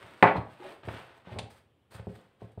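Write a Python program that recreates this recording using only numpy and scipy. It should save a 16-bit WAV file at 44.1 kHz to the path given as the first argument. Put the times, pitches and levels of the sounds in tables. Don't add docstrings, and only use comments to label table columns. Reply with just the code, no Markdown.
import sys
import numpy as np
from scipy import signal
from scipy.fft import rfft, irfft
from scipy.io import wavfile
from scipy.ndimage import uniform_filter1d

SR = 44100
rng = np.random.default_rng(int(sys.argv[2]) if len(sys.argv) > 2 else 0)


def to_wav(s):
    ch = np.atleast_2d(s).T
    pcm = np.round(np.clip(ch, -1, 1) * 32767)
    wavfile.write(sys.argv[1], SR, pcm.astype(np.int16))


N = 114660


def undb(db):
    return 10 ** (np.asarray(db) / 20)


def unit_rms(x):
    return x / np.sqrt(np.mean(x ** 2))


def unit_energy(x):
    return x / np.sqrt(np.sum(x ** 2) + 1e-18)


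def through(x, response):
    return signal.oaconvolve(x, response)[:N]


def on_log_axis(hz, points):
    point_hz, values = np.array(points, float).T
    return np.interp(np.log(np.maximum(hz, 1)), np.log(point_hz), values)


def colour(points, size=8192):
    gain = undb(on_log_axis(np.fft.rfftfreq(size, 1 / SR), points))
    cepstrum = irfft(np.log(gain))
    cepstrum[1:size // 2] *= 2
    cepstrum[size // 2 + 1:] = 0
    return irfft(np.exp(rfft(cepstrum)))


def dull(x, hz):
    return signal.sosfilt(signal.butter(3, hz, fs=SR, output="sos"), x + 1e-18)


def place(x, at):
    return np.pad(x, (int(at * SR), max(N - len(x), 0)))[:N]


def click(at):
    return place(np.ones(1), at)


def spray(decay, size=8192):
    fade = np.exp(-np.arange(size) / SR / decay)
    x = rng.standard_normal(size) * fade
    for _ in range(4):
        x = irfft(np.exp(1j * np.angle(rfft(x))))
        power = uniform_filter1d(x ** 2, size=128).clip(0)
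        x = x * fade / np.sqrt(power + 1e-12)
    return unit_energy(x)


def swell(peak, rise, fall, step=16):
    age = np.arange(0, N, step) / SR - peak
    depth = np.where(age < 0, (age / rise) ** 2, age / fall)
    return np.repeat(np.exp(-np.minimum(depth, 50)), step)[:N]


def grains(per_s, spread_db=3):
    draws = np.random.default_rng(rng.integers(2 ** 31)).random((int(per_s * N / SR), 3))
    where, strength, polarity = draws.T
    size = undb(spread_db * np.minimum(-np.log(1 - strength), 6))
    return unit_rms(np.bincount((where * N).astype(int), size * np.sign(polarity - .5), N))


def room_tone(level_db=-68.5):
    # (frequency [Hz], gain [dB])
    air_eq = [(25, -18), (60, -1.5), (100, 10), (170, -3), (400, -4.5), (1000, -14), (2000, -20.5),
              (3100, -17.5), (4500, -31), (6500, -37.5), (8700, -34), (11000, -37), (15500, -39)]
    return undb(level_db) * unit_rms(through(rng.standard_normal(N), colour(air_eq)))


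def kitchen(x, tail_db=-2.5, build_s=.018, early_db=-8.5):
    # (frequency [Hz], t60 [s])
    bands = [(100, .42), (400, .42), (1000, 0.41), (2500, 0.31), (5000, .3), (12000, .22)]
    t, hz = np.arange(SR) / SR, np.fft.rfftfreq(SR, 1 / SR)
    noise, tail = rfft(rng.standard_normal(SR)), 0
    for band_hz, t60 in bands:
        share = on_log_axis(hz, [(f, f == band_hz) for f, _ in bands])
        tail += irfft(noise * share) * np.exp(-np.log(1000) * t / t60)
    tail *= 1 - np.exp(-(t / build_s) ** 2)
    mid_t60 = bands[2][1]
    tail *= np.sqrt(2 * np.log(1000) / SR / mid_t60)
    early = place(spray(decay=.017), at=.003)[:SR // 2]
    return undb(tail_db) * through(x, tail) + undb(early_db) * through(x, early)


def rubbing(width_hz=71, slips_per_s=900, trim_db=-1):
    # (peak time [s], rise [s], fall [s], resonance [Hz], relative level [dB])
    rubs = [(.602, .003, 0.025, 378, -42), (0.65, .002, 0.026, 640, -47), (.638, 0.011, 0.013, 390, -45),
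            (.635, 0.026, .04, 800, -47.5), (0.65, 0.011, 0.033, 573, -47.5),
            (.738, 0.087, 0.023, 394, -51.5), (.765, .006, 0.0057, 410, -56),
            (.371, .008, 0.0064, 4150, -54), (1.296, 0.0037, 0.0088, 830, -47.5),
            (2.075, 0.0051, 0.023, 444, -43.5), (2.19, 0.034, 0.043, 495, -66)]
    out = 0
    for at, rise, fall, hz, db in rubs:
        b, a = signal.iirpeak(hz, hz / width_hz, fs=SR)
        tone = signal.lfilter(b, a, signal.lfilter(b, a, grains(slips_per_s)))
        out += undb(db + trim_db) * unit_rms(tone) * swell(at, rise, fall)
    return out


def pops():
    # (time [s], relative level [dB], decay [s])
    pockets = [(1.3872, -2, 0.0073), (1.392, -7, 0.0065)]
    # (frequency [Hz], gain [dB])
    pop_eq = [(200, -5), (800, 6), (1500, -10.5), (2100, -2), (3700, -0.5), (4700, -7), (5600, -16.5),
              (7200, -15), (8800, -11), (10500, -27), (15000, -47)]
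    bursts = sum(undb(db) * place(spray(decay), at) for at, db, decay in pockets)
    return through(bursts, colour(pop_eq))


def bunches(per_s=89.54, scatter_db=1.4):
    steps = rng.standard_normal(1024)
    flutter = np.interp(np.arange(N) / SR * per_s, np.arange(len(steps)), steps)
    return unit_rms(undb(scatter_db * flutter))


def peeling(threads_per_s=5000):
    # (peak time [s], rise [s], fall [s], crackle level [dB], fizz level [dB])
    peels = [(.06, 0.17, 0.3, -54, -70.5), (.37, 0.0098, 0.0068, -39, -64.5),
             (.53, 0.043, 0.076, -61.5, -76), (0.671, 0.054, 0.05, -48.5, -68),
             (.735, 0.053, 0.013, -63, -73), (.834, 0.003, 0.025, -54, -98),
             (0.859, 0.013, 0.075, -55, -68), (.955, 0.046, .07, -46, -64.5),
             (1.10, 0.012, 0.079, -61.5, -91.5), (1.178, 0.016, 0.019, -68, -77),
             (1.269, 0.019, .02, -55.5, -84), (1.32, 0.026, 0.079, -52, -70.5),
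             (1.51, 0.011, 0.033, -62, -66), (1.57, .02, .025, -65.5, -72),
             (1.914, 0.006, .02, -58.5, -64.5), (1.95, 0.023, 0.018, -54, -59.5),
             (1.993, 0.014, 0.017, -58, -96), (2.12, 0.07, 0.058, -64, -75.5),
             (2.159, 0.0086, 0.013, -62.5, -71.5), (2.21, 0.031, 0.12, -68.5, -84),
             (2.422, 0.018, 0.054, -61, -77), (2.52, 0.0027, .012, -81, -81),
             (2.60, 0.013, .02, -61.5, -82.5)]
    # (frequency [Hz], gain [dB])
    crackle_eq = [(50, -16), (120, -1.5), (250, -1), (550, 3), (1000, 1), (1600, -0.5), (2300, -4),
                  (3600, -9), (4700, -20), (6500, -30.5), (15000, -54.5)]
    fizz_eq = [(1000, -28.5), (3000, -1), (4500, 4.5), (5700, -5), (7000, -5.5), (8700, 4), (10500, -9.5),
               (12500, -6), (15500, -11)]
    patchiness = bunches()
    crackle_envelope = sum(undb(db) * swell(at, rise, fall) for at, rise, fall, db, _ in peels)
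    fizz_envelope = sum(undb(db) * swell(at, rise, fall) for at, rise, fall, _, db in peels)
    crackle = through(crackle_envelope * grains(threads_per_s), unit_energy(colour(crackle_eq)))
    fizz = through(fizz_envelope * grains(threads_per_s), unit_energy(colour(fizz_eq)))
    return patchiness * (crackle + fizz)


def bowl(force):
    # (frequency [Hz], gain at resonance [dB], t60 [s])
    modes = [(78, 3, .2), (111.7, 11, .33), (173.8, 12, 0.18), (413.2, 15, .3), (590, -1, 0.22),
             (717.5, 10.5, .24), (886, 9, .28), (925, 10, .22), (1126, 6.5, 0.48), (1392, 6.5, .33),
             (1646, 5, .32), (1730, 2.5, 0.18), (1979, 9, .33), (2292, 5, .28)]
    t = np.arange(SR) / SR
    response = 0
    for hz, db, t60 in modes:
        damping = np.log(1000) / t60
        response += undb(db) * 2 * damping / SR * np.exp(-damping * t) * np.cos(2 * np.pi * hz * t)
    return through(force, response)


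def push(hz, spread, nudge_db=-5.5):
    smear = spray(spread)
    return dull(smear + undb(nudge_db) * signal.unit_impulse(len(smear)), hz)


def presses(thump_db=-2.5):
    # (time [s], relative level [dB], low-pass [Hz], spread [s], thump offset [dB])
    strokes = [(0.039, -12, 700, 0.034, 10), (.355, 10, 1097, 0.011, 2.5), (.371, 6.5, 600, 0.0052, 6.5),
               (0.381, 9.5, 500, 0.0068, 9), (0.849, -18, 304, 0.0064, 20.5), (.875, 7.5, 530, 0.0028, 3.5),
               (.886, 4.5, 2415, 0.009, 7.5), (.940, -6.5, 900, 0.0091, 8.5), (1.272, -1.5, 500, 0.012, -1),
               (1.319, 1, 644, 0.045, 10.5), (1.360, 3.5, 825, 0.011, 10), (1.381, -1.5, 685, 0.015, 13),
               (1.432, -10.5, 915, 0.012, 19), (1.91, -18, 700, 0.0069, 7), (1.949, -12.5, 803, .015, 19.5),
               (1.997, -4.5, 700, 0.0082, 16), (2.070, 8.5, 500, 0.0025, 6.5),
               (2.135, -15, 547, 0.015, 15.5), (2.419, 0, 633, 0.0033, 5), (2.437, -9, 401, .004, 14),
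               (2.576, 0.5, 607, 0.0045, 12)]
    # (frequency [Hz], gain [dB])
    push_eq = [(40, -28.5), (100, -6), (185, 3), (280, -6.5), (420, -3.5), (620, -1.5), (1000, -8),
               (2000, -11), (4000, -13.5), (9000, -25)]
    thump_eq = [(25, -39.5), (48, -22), (70, -0.5), (110, 3.5), (170, -10), (260, -23), (600, -45.5),
                (3000, -78.5)]
    pushes = sum(place(undb(db) * push(hz, spread), at) for at, db, hz, spread, _ in strokes)
    weight = sum(undb(db + bass_db + thump_db) * click(at) for at, db, _, _, bass_db in strokes)
    return through(pushes, colour(push_eq)), through(weight, colour(thump_eq))


def slap(blow_s=.2265, blow_db=30):
    # (time [s], relative level [dB], low-pass [Hz], spread [s])
    stages = [(0.2261, 25.5, 9000, 0.0076), (.2303, 23, 1392, 0.003), (.239, 26, 1500, 0.011),
              (.274, 16.5, 4190, .016)]
    # (frequency [Hz], gain [dB])
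    slap_eq = [(30, -41), (70, -16), (110, -8.5), (180, -4), (280, -7), (480, -3), (850, 3), (1300, -7),
               (1800, -3.5), (2400, -6.5), (3000, -17.5), (4200, -27), (6300, -46), (8500, -37.5),
               (11000, -46.5), (15000, -46)]
    smack = sum(place(undb(db) * dull(spray(spread), hz), at) for at, db, hz, spread in stages)
    response = colour(slap_eq)
    return through(smack, response), through(undb(blow_db) * click(blow_s), response)


def scene(hand_damping_db=-7, send_db=-3):
    smack, blow = slap()
    pushes, thumps = presses()
    spits = pops()
    contact = smack + pushes + peeling() + rubbing()
    ring = bowl(blow + undb(hand_damping_db) * (pushes + thumps))
    reverb = kitchen(contact + undb(send_db) * (thumps + spits))
    return (contact + thumps + spits + ring + reverb + room_tone())[None]


def record(dry):
    rounded = dry / (1 + dry ** 8) ** (1 / 8)
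    top_cut = signal.ellip(8, .2, 70, 15600, fs=SR, output="sos")
    return signal.sosfilt(top_cut, rounded)


dry = scene()
out = record(dry)
to_wav(out)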